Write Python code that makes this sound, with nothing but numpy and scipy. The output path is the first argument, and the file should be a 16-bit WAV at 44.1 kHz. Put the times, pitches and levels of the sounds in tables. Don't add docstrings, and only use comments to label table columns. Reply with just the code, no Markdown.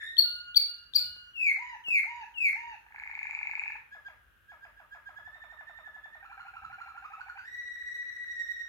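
import sys
import numpy as np
from scipy import signal
from scipy.fft import rfft, irfft
from scipy.io import wavfile
from scipy.ndimage import uniform_filter1d

SR = 44100
rng = np.random.default_rng(int(sys.argv[2]) if len(sys.argv) > 2 else 0)


def to_linear_factor(level_db):
    exponent = np.asarray(level_db, float) / 20
    return 10 ** exponent


def inscribe(sig):
    pcm = np.round(np.clip(np.atleast_2d(sig).T, -1, 1) * 32767)
    wavfile.write(sys.argv[1], SR, pcm.astype(np.int16))


N = 382788


def at_hz(points, hz):
    table_hz, value = np.transpose(points)
    return np.interp(np.log(hz + 1), np.log(table_hz), value)


def wander(hz):
    warm_up = 4410
    lowpass = signal.butter(2, hz, fs=SR, output="sos")
    slow = signal.sosfilt(lowpass, rng.standard_normal(N + warm_up))[warm_up:]
    return slow / slow.std()


# (frequency [Hz], level [dB])
THROAT = [(1200, 14.5), (2600, 7.5), (3300, -11), (4300, 3), (5600, -5.5), (6800, 3), (8200, -2),
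          (10200, -1), (13500, -1.5), (15500, 5)]


def sing(syllables, shape, tone, air, own_pitch=False, purer=.18):
    out = np.zeros(N)
    when, ratio, shape_db = np.transpose(shape)
    flutter, breath = air
    for s, level_db, hz, length in syllables:
        knots = s + when * length
        first, last = max(round(knots[0] * SR), 0), min(round(knots[-1] * SR), N)
        i = np.arange(first, last)
        base_hz = 1 if own_pitch else hz
        pitch = np.interp(i / SR, knots, ratio) * base_hz * flutter[i]
        phase = 2 * np.pi * (np.cumsum(pitch) / SR + rng.random())
        push_db = np.interp(i / SR, knots, shape_db)
        wave = to_linear_factor(tone[0][1]) * np.sin(phase)
        for k, db in tone[1:]:
            colour = to_linear_factor(db + purer * push_db + at_hz(THROAT, k * pitch))
            colour *= k * pitch < SR / 2.2
            gusts = breath[(i + round(k * 9000)) % N]
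            wave += colour * gusts * np.sin(k * phase)
        swell = to_linear_factor(level_db + push_db) * signal.windows.tukey(len(i), 90 / len(i))
        out[i] += uniform_filter1d(swell, size=45, mode="constant") * wave
    return out


def tour(marks, effort):
    s, level_db, hz = np.transpose(effort)
    spread_db, spread_pitch = .8, .007
    chance = rng.standard_normal((len(marks), 2)) * [spread_db, spread_pitch]
    rows = []
    for mark, (db, share) in zip(marks, chance):
        pitch = np.interp(mark, s, hz) * (1 + share)
        rows.append((mark, np.interp(mark, s, level_db) + db, pitch, 1))
    return rows


def low_side(notes, level_db, follows):
    mean_db = np.mean([row[1] for row in notes])
    return [(s, level_db + follows * (db - mean_db), hz, length) for s, db, hz, length in notes]


# (frequency
# [Hz], density [dB per Hz])
BACKGROUND_AIR = [(25, -48.5), (40, -12.5), (55, -2.5), (100, -9), (160, -18.5), (400, -23), (900, -28),
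                  (1600, -7.5), (2050, -26.5), (2800, -20.5), (4500, -37), (8500, -40), (12000, -33), (15800, -37.5)]
# (frequency [Hz], likeness [0-1])
LIKENESS = [(30, .78), (70, .58), (150, .2), (600, .1), (3000, .1), (12000, .1)]
# (frequency [Hz], level [dB])
MAINS = (50.3, -77)


def background_air():
    t, hz = np.arange(N) / SR, np.fft.rfftfreq(N, 1 / SR)
    alike = np.clip(at_hz(LIKENESS, hz), 0, 1)
    mid, side = rfft(rng.standard_normal((2, N)))
    pair = np.sqrt(1 + alike) * mid + np.sqrt(1 - alike) * side * [[1], [-1]]
    air = irfft(to_linear_factor(at_hz(BACKGROUND_AIR, hz)) * pair, N)
    level_db, left_right_db = -66, 1
    mains_hz, mains_db = MAINS
    hum = to_linear_factor(mains_db + 3 * wander(3.6)) * np.sin(2 * np.pi * mains_hz * t)
    return to_linear_factor(level_db + left_right_db * np.array([[.5], [-.5]])) * air / air.std() + hum


# (time [s], peak level [dB], pitch [Hz], length factor)
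OPENING = [
    (0.00086, -34, 1854, 0.84),
]
# (time from mark [s], pitch ratio, level [dB])
OPENING_NOTE = [(0, .975, -3), (.03, .955, -2), (.07, .985, -1), (.1, 1, 0), (.165, 1, -5),
                (.174, .99, -30)]
# (multiple of pitch, level [dB])
OPENING_TONE = [(1, -6.5), (2, -2.5), (3, -28), (4, -33), (6, -30.5)]


def opening(air):
    return sing(OPENING, OPENING_NOTE, OPENING_TONE, air)


# (time [s], peak level [dB], pitch [Hz], length factor)
EARLIER = [
    (0.0012, -38, 1699, 0.62),
]
# (time from mark [s], pitch ratio, level [dB])
EARLIER_NOTE = [(0, 1.26, 3.5), (.006, 0.97, 5.5), (0.015, 1.1, -7), (0.019, 0.69, -16.5)]
# (multiple of pitch, level [dB])
BUBBLE_TONE = [(1, 5.5), (2, -16), (3, -23), (4, -32.5), (5, -36.5)]


def earlier_phrase(air):
    return sing(EARLIER, EARLIER_NOTE, BUBBLE_TONE, air)


# (frequency [Hz], density [dB per Hz])
HISS = [(2500, -23), (3500, -0.5), (4400, 4.5), (5600, -8.5), (7000, 2), (8500, -21), (12000, -14.5),
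        (14500, -7.5), (16000, -11.5)]
# (from time [s], level under the song [dB])
BREATHINESS = [
    (0, -48),
    (1.3, -50),
    (2.86, -27),
    (3.85, -33),
    (7.44, -59),
]


def hiss(song):
    colour = to_linear_factor(at_hz(HISS, np.fft.rfftfreq(N, 1 / SR)))
    noise = irfft(colour * rfft(rng.standard_normal(N)), N)
    start, db = np.transpose(BREATHINESS)
    phrase = np.clip(np.searchsorted(start, np.arange(N) / SR) - 1, 0, None)
    loudness = uniform_filter1d(np.abs(song), size=1500)
    return to_linear_factor(db[phrase]) * loudness * noise / noise.std()


# (time [s], peak level [dB], pitch [Hz], length factor)
CHIPS = [
    (.168, -12, 4400, 0.93),
    (.546, -12, 4535, 0.98),
]
# (time [s], peak level [dB], pitch [Hz], length factor)
LAST_CHIP = [
    (0.936, -15, 4697, 0.97),
]
# (time [s], peak level [dB], pitch [Hz], length factor)
CRACKS = [
    (.197, -61, 2200, 1),
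    (.575, -43.5, 2290, 0.92),
    (.966, -41, 2340, 0.62),
]
# (time from mark [s], pitch ratio, level [dB])
TICK = [(-.0015, 1, -41), (.002, 0.73, -12.5), (.006, .96, -50)]
# (time from mark [s], pitch ratio, level [dB])
CHIP = [(.008, .93, -40), (.013, .99, -17), (.02, 1.004, -4), (.026, 1, 0), (.0315, .995, -1),
        (.0335, .92, -8), (.036, .84, -32)]
# (time from mark [s], pitch ratio, level [dB])
FALLING_CHIP = [(.008, 1.3, -33.5), (.013, 0.86, -18), (.02, 1.02, -5.5), (0.028, .99, 1), (.033, .9, -1.5),
                (.037, 0.86, -17.5)]
# (time from mark [s], pitch ratio, level [dB])
CRACK = [(-.007, 1.1, -21), (-.002, 1.05, 3), (.003, .96, -4), (.007, 0.9, -26.5)]
# (multiple of pitch, level [dB])
CHIP_TONE = [(1, 2.5), (2, -28.5), (3, -18), (3.5, -36)]
# (multiple of pitch, level [dB])
CRACK_TONE = [(1, 7.5), (3, -7), (3.5, -8.5), (5, 1.5), (7, -2.5)]


def chips(lively, calm):
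    out = sing(CHIPS + LAST_CHIP, TICK, CHIP_TONE, lively)
    out += sing(CRACKS, CRACK, CRACK_TONE, lively)
    out += sing(CHIPS, CHIP, CHIP_TONE, calm)
    return out + sing(LAST_CHIP, FALLING_CHIP, CHIP_TONE, calm)


# (time [s], peak level [dB], pitch [Hz], length factor)
WHISTLES = [
    (.228, -55.5, 1434, 1.05),
    (.601, -62.5, 1416, 0.88),
    (.992, -59, 1453, 1.02),
]
# (time from mark [s], pitch ratio, level [dB])
WHISTLE = [(0, .985, -26), (.008, .995, -7), (0.141, 1.003, -5), (0.292, 1, -8), (.315, 0.98, -30)]
# (multiple of pitch, level [dB])
WHISTLE_TONE = [(1, 12.5), (2, 13), (4, -14), (5, -19.5)]


def whistles(calm):
    return sing(WHISTLES, WHISTLE, WHISTLE_TONE, calm) * to_linear_factor(2.5 * wander(25))


# (time [s], level [dB], half length [s])
THUDS = [
    (1.059, -64, 0.11),
    (5.247, -71, 0.093),
    (6.674, -63, 0.075),
]


def thuds():
    t, hz = np.arange(N) / SR, np.fft.rfftfreq(N, 1 / SR)
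    noise = rfft(rng.standard_normal(N))
    low = irfft(noise / (1 + (hz / 110) ** 3) * (hz > 40), N)
    swell = sum(to_linear_factor(db) * np.exp(-((t - s) / half) ** 2) for s, db, half in THUDS)
    return low * swell / low.std()


# (time [s], peak level [dB])
TAPS = [
    (1.165, -51),
    (1.884, -37.5),
    (1.906, -82.5),
]


def taps():
    clicks = np.full(N, 1e-18)
    for s, db in TAPS:
        clicks[round(s * SR)] = to_linear_factor(db)
    body = signal.butter(2, [60, 1300], "band", fs=SR, output="sos")
    thump = signal.sosfilt(body, to_linear_factor(23.0) * clicks)
    rattle_db, rattle_s = -24, 0.016
    fading = signal.lfilter([1], [1, -np.exp(-1 / (rattle_s * SR))], clicks)
    return thump + to_linear_factor(rattle_db) * fading * np.diff(rng.standard_normal(N + 1))


# (time [s], peak level [dB], pitch [Hz], length factor)
GLIDES = [
    (1.335, -25, 2488, 1.206),
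    (1.837, -23.5, 2537, 1.01),
    (2.34, -25, 2517, 1),
]
# (time from mark [s], pitch ratio, level [dB])
GLIDE = [(0, 1.22, -35.5), (.019, 1.125, -22), (.036, 1.07, -15.5), (.07, 1.02, -5.5), (.095, .975, -5),
         (.12, .91, 2), (.15, .83, -4), (.153, 0.767, -17), (0.159, 0.6, -28.5)]
# (multiple of pitch, level [dB])
GLIDE_TONE = [(1, 7.5), (2, -29), (3, -31.5), (4, -37.5), (5, -31.5), (6, -44.5), (7, -38.5)]


def glides(held):
    return sing(GLIDES, GLIDE, GLIDE_TONE, held, purer=-0.19)


# (time [s], peak level [dB], pitch [Hz], length factor)
ARCHES = [
    (1.562, -37.5, 986.6, 0.92),
    (2.038, -37.5, 959.4, 0.96),
    (2.528, -39, 948.3, 1.05),
]
# (time from mark [s], pitch ratio, level [dB])
ARCH = [(0, 2.1, 0), (.008, 0.82, -19), (0.02, .74, -17), (0.036, .93, -8), (0.059, .99, -7),
        (0.165, .99, -4.5), (.198, .92, -5), (0.218, 0.83, -14), (0.226, 0.53, -45)]
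# (multiple of pitch, level [dB])
ARCH_TONE = [(1, 2.5), (2, -7), (3, -5), (4, -19.5), (5, -20.5), (6, -27), (7, -23)]


def arches(ragged):
    return sing(ARCHES, ARCH, ARCH_TONE, ragged)


# (time [s], peak level [dB], pitch [Hz])
ROLL_EFFORT = [(2.89, -64, 2152), (2.925, -38, 2205), (3.0, -27.5, 2229), (3.115, -24.5, 2244),
               (3.36, -19, 2317), (3.6, -18.5, 2356), (3.721, -18.5, 2388)]
# (time [s], peak level [dB], pitch [Hz])
ROLL_UNDER = [(2.89, -46.5, 1840), (2.924, -35, 1750), (3.0, -36, 1680), (3.08, -37, 1760),
              (3.15, -44, 1780)]
# (time from mark [s], pitch ratio, level [dB])
ROLL_PIP = [(-.0026, 1.06, -24), (-.0007, 1.02, 0), (.0007, .99, 0), (.0026, .94, -24)]
# (time from mark [s], pitch [Hz], level [dB])
ROLL_LOW = [(.018, 800, -22), (0.022, 850, -1.5), (0.026, 910, -3), (0.0275, 1100, -10), (0.0305, 1550, -9),
            (0.033, 1850, -24)]
# (multiple of pitch, level [dB])
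PIP_TONE = [(1, -1), (2, -43), (3, -42), (6, -43.5)]
# (multiple of pitch, level [dB])
ROLL_LOW_TONE = [(1, 1.5), (2, -5), (3, -13)]


def hard_roll(lively):
    start_s, gap_s, slows_s = 2.8867, .03722, .000244
    beat = np.arange(22)
    pips = tour(start_s + gap_s * beat + slows_s * beat ** 2 / 2, ROLL_EFFORT)
    late_last = (*pips[-1][:3], 1.5)
    followed = [(2.845, -62.5, 1700, 0.9)] + pips[:-1] + [late_last]
    low = low_side(followed, level_db=-42.5, follows=0.2)
    under = tour([row[0] for row in pips[:7]], ROLL_UNDER)
    out = sing(pips, ROLL_PIP, PIP_TONE, lively)
    out += sing(low, ROLL_LOW, ROLL_LOW_TONE, lively, own_pitch=True)
    return out + sing(under, ROLL_PIP, PIP_TONE[:1], lively)


# (from time [s], to time [s], frequency [Hz], level [dB])
FAR_DRONES = [
    (3.737, 4.251, 479, -84),
    (7.466, 8.203, 490, -79),
]


def far_drones():
    t, out = np.arange(N) / SR, np.zeros(N)
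    for start, end, drone_hz, db in FAR_DRONES:
        on = np.clip(np.minimum(t - start, end - t) / 0.037, 0, 1)
        out += to_linear_factor(db) * on * wander(23) * np.sin(2 * np.pi * drone_hz * t)
    return out


# (time [s], peak level [dB], pitch [Hz])
DROPS = [(3.949, -31, 1664), (4.083, -31, 1620), (4.518, -36.5, 1651), (4.65, -35.5, 1630),
         (4.799, -41, 1653), (4.947, -31.5, 1647), (5.09, -33.5, 1628), (5.186, -33, 1657),
         (5.274, -35.5, 1727), (5.354, -36, 1801), (5.437, -35.5, 1780), (5.522, -37.5, 1810),
         (5.608, -38, 1735), (5.694, -35.5, 1793), (5.786, -37.5, 1807), (5.874, -34.5, 1725),
         (5.963, -37, 1710), (6.056, -36, 1742), (6.152, -36.5, 1792)]
# (time from mark [s], pitch ratio, level [dB])
DROP_HIGH = [(-.04, .99, -24), (-.03, .985, -11), (-.02, .995, -4), (-.006, 1.015, 0), (-.001, 1.02, -2),
             (.002, .85, -22)]
# (time from mark [s], pitch [Hz], level [dB])
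DROP_LOW = [(-.001, 1133, -5), (.003, 800, 5.5), (0.01, 688, -6), (0.023, 619, -26), (0.037, 566, -11.5)]
# (time from mark [s], pitch [Hz], level [dB])
DROP_BUZZ = [(.01, 728, -9.5), (0.02, 655.5, -11.5), (0.043, 600, -17.5), (.062, 613, -14)]
# (multiple of pitch, level [dB])
HIGH_TONE = [(1, -4), (2, -16), (3, -38.5), (4, -47)]
# (multiple of pitch, level [dB])
DROP_LOW_TONE = [(1, 0), (2, -13), (3, -16)]
# (multiple of pitch, level [dB])
BUZZ_TONE = [(1, 2), (1.5, -8.5), (2, -3.5), (3, -7.5), (4, -13)]


def water_drops(lively, held):
    quicken_s, quick_length = 5.14, .82
    high = [(*row, 1 if row[0] < quicken_s else quick_length) for row in DROPS]
    low = low_side(high, level_db=-51, follows=0.2)
    out = sing(high, DROP_HIGH, HIGH_TONE, held)
    out += sing(low, DROP_LOW, DROP_LOW_TONE, lively, own_pitch=True)
    return out + sing(low, DROP_BUZZ, BUZZ_TONE, lively, own_pitch=True)


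# (time [s], peak level [dB], pitch [Hz])
BUBBLES = [(6.225, -48, 1366), (6.296, -44, 1380), (6.375, -41, 1405), (6.449, -42, 1413),
           (6.536, -40, 1350), (6.618, -40, 1342), (6.698, -41, 1431), (6.781, -36.5, 1378),
           (6.859, -37.5, 1371), (6.947, -40.5, 1391), (7.021, -40.5, 1243), (7.102, -39.5, 1287),
           (7.179, -41, 1475), (7.265, -40.5, 1463), (7.354, -39, 1526)]
# (time from mark [s], pitch [Hz], level [dB])
BUBBLE_LOW = [(-.004, 722, -19.5), (.004, 782, -4), (0.013, 785, -8), (0.02, 837, -3.5), (.023, 983, -2.5),
              (0.027, 1268, -18.5)]
# (time from mark [s], pitch ratio, level [dB])
BUBBLE_HIGH = [(.024, .8, -18), (.029, .98, -6), (.035, 1.015, 0), (.042, 1, -4), (.052, .96, -11),
               (.064, .91, -20)]
# (multiple of pitch, level [dB])
BUBBLE_LOW_TONE = [(1, -1), (2, -12), (3, -13)]


def bubbles(lively):
    high = [(*row, 1) for row in BUBBLES]
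    low = low_side(high, level_db=-41, follows=0.31)
    rasp = to_linear_factor(3 * wander(150))
    out = sing(high, BUBBLE_HIGH, BUBBLE_TONE, lively) * rasp
    return out + sing(low, BUBBLE_LOW, BUBBLE_LOW_TONE, lively, own_pitch=True)


# (time [s], peak level [dB], pitch [Hz], length factor)
SCOOP = [
    (7.435, -35, 1890, 1.15),
]
# (time from mark [s], pitch ratio, level [dB])
SCOOP_NOTE = [(-.03, .8, -16), (-.01, .83, -8), (.008, .86, -5), (.02, .95, -1), (.034, 1, -3),
              (.042, 1, -20)]
FLUTES = [7.489, 7.555, 7.617, 7.686, 7.759, 7.824, 7.888, 7.963, 8.028, 8.101, 8.171, 8.244, 8.325, 8.422,
          8.521, 8.622, 8.718]
# (time [s], peak level [dB], pitch [Hz])
FLUTE_EFFORT = [(7.488, -27, 1923), (7.561, -27, 1920), (7.9, -26.5, 1935), (8.201, -27.5, 1924),
                (8.399, -22.5, 1878), (8.68, -23.5, 1870)]
# (time from mark [s], pitch ratio, level [dB])
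FLUTE = [(-.068, .975, -16), (-.055, .988, -8), (-.028, 1, -4), (-.006, 1.006, 0), (-.001, .995, -3),
         (.003, .95, -28)]
# (multiple of pitch, level [dB])
FLUTE_TONE = [(1, -5.5), (2, -24.5), (3, -30), (4, -43), (5, -53), (6, -48), (8, -51)]
# (time from mark [s], pitch ratio, level [dB])
FLUTE_CATCH = [(-.002, 1.05, -21), (.001, .97, 10.5), (.004, .84, -10), (.007, 0.53, -23)]
# (time [s], peak level [dB], pitch [Hz])
CATCH_EFFORT = [(7.49, -37.5, 1928), (8.05, -36, 1944), (8.3, -39, 1940)]


def fluted_trill(held, calm):
    breaths = np.diff([7.462] + FLUTES)
    notes = tour(FLUTES, FLUTE_EFFORT)
    notes = [(*row[:3], gap / 0.1) for row, gap in zip(notes, breaths)]
    out = sing(SCOOP, SCOOP_NOTE, FLUTE_TONE, calm)
    out += sing(notes, FLUTE, FLUTE_TONE, held)
    return out + sing(tour(FLUTES[:-1], CATCH_EFFORT), FLUTE_CATCH, FLUTE_TONE[:1], calm)


def canary():
    flutter = 1 + 0.0073 * wander(66) + 0.00065 * wander(350)
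    steady = 1 + .003 * wander(60)
    gusty = 0.78 + 0.55 * wander(120)
    smooth = 1.226 + 0.075 * wander(35)
    uneven = 0.33 + .5 * wander(79)
    lively, held, calm = (flutter, gusty), (steady, gusty), (steady, smooth)
    song = opening((steady, uneven)) + chips(lively, calm) + whistles(calm)
    song += glides(held) + arches((flutter, uneven))
    song += hard_roll(lively) + water_drops(lively, held)
    song += bubbles(lively) + fluted_trill(held, calm)
    unsteady = to_linear_factor(1.3 * wander(40))
    return song * unsteady, earlier_phrase(lively)


RIGHT_LAG = 7
# (time [s], left-right level [dB])
FACING = [(0.0, 2), (0.85, 1), (1.179, 5), (2.2, 0), (2.319, 7), (2.659, -4.5), (3.192, 4.5), (3.892, 4.5),
          (4.2, 2), (5, -1), (5.599, -5.5), (6.201, 0), (7.08, 0.5), (8.12, 1.5), (8.68, -1.5)]
# (frequency [Hz], left-right level [dB])
PORT_TILT = [(300, -2.5), (1500, -5.5), (4500, 8.5), (9000, -20.5), (15000, -9)]


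def ports(x):
    pan_db = np.interp(np.arange(N) / SR, *np.transpose(FACING))
    hz = np.fft.rfftfreq(N, 1 / SR)
    pair = np.array([x * to_linear_factor(pan_db / 2), np.roll(x, RIGHT_LAG) * to_linear_factor(-pan_db / 2)])
    return irfft(rfft(pair) * to_linear_factor(np.outer([.5, -.5], at_hz(PORT_TILT, hz))), N)


# (time [s], level [dB])
WALLS = [
    (.0064, -11.5),
    (0.012, -15),
    (0.0245, -14),
]
# (frequency [Hz], time [s])
ROOM_T60 = [(500, 0.72), (1500, 0.44), (3000, 0.37), (5000, 0.48), (12000, 0.29)]
# (frequency [Hz], level [dB])
ROOM_COLOUR = [(200, -18.5), (420, -11), (850, -9), (1450, -5.5), (1700, -7), (2000, -2.5), (2600, -2),
               (4200, .5), (13600, 1)]


def room(x):
    t = np.arange(SR) / SR
    tail, edges = np.zeros((2, SR)), 150 * 2. ** np.arange(0, 7.1, .5)
    white = rng.standard_normal((2, SR))
    for low, high in zip(edges, edges[1:]):
        band = signal.sosfilt(signal.butter(2, [low, high], "band", fs=SR, output="sos"), white)
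        hz = np.sqrt(low * high)
        tail += band * to_linear_factor(at_hz(ROOM_COLOUR, hz) - 60 * t / at_hz(ROOM_T60, hz))
    tail *= 1 - np.exp(-(t / 0.013) ** 2)
    tail *= to_linear_factor(2) / np.sqrt(np.sum(tail ** 2, axis=1, keepdims=True))
    echoes = np.zeros((2, SR))
    for s, db in WALLS:
        echoes[[0, 1], round(s * SR) + np.array([0, RIGHT_LAG])] += to_linear_factor(db)
    wall_cut = signal.butter(2, 1300, "high", fs=SR)
    tail += signal.lfilter(*wall_cut, echoes + 1e-18)
    return signal.fftconvolve(x[None], tail, axes=1)[:, :N]


def scene():
    song, earlier = canary()
    cage = to_linear_factor(-3.5) * (song + hiss(song)) + taps()
    background = background_air() + thuds() + far_drones()
    return ports(cage) + room(cage + earlier) + background


def roll_off(x):
    return signal.sosfilt(signal.butter(12, 15950, fs=SR, output="sos"), x)


def record(dry):
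    return roll_off(dry)


dry = scene()
out = record(dry)
inscribe(out)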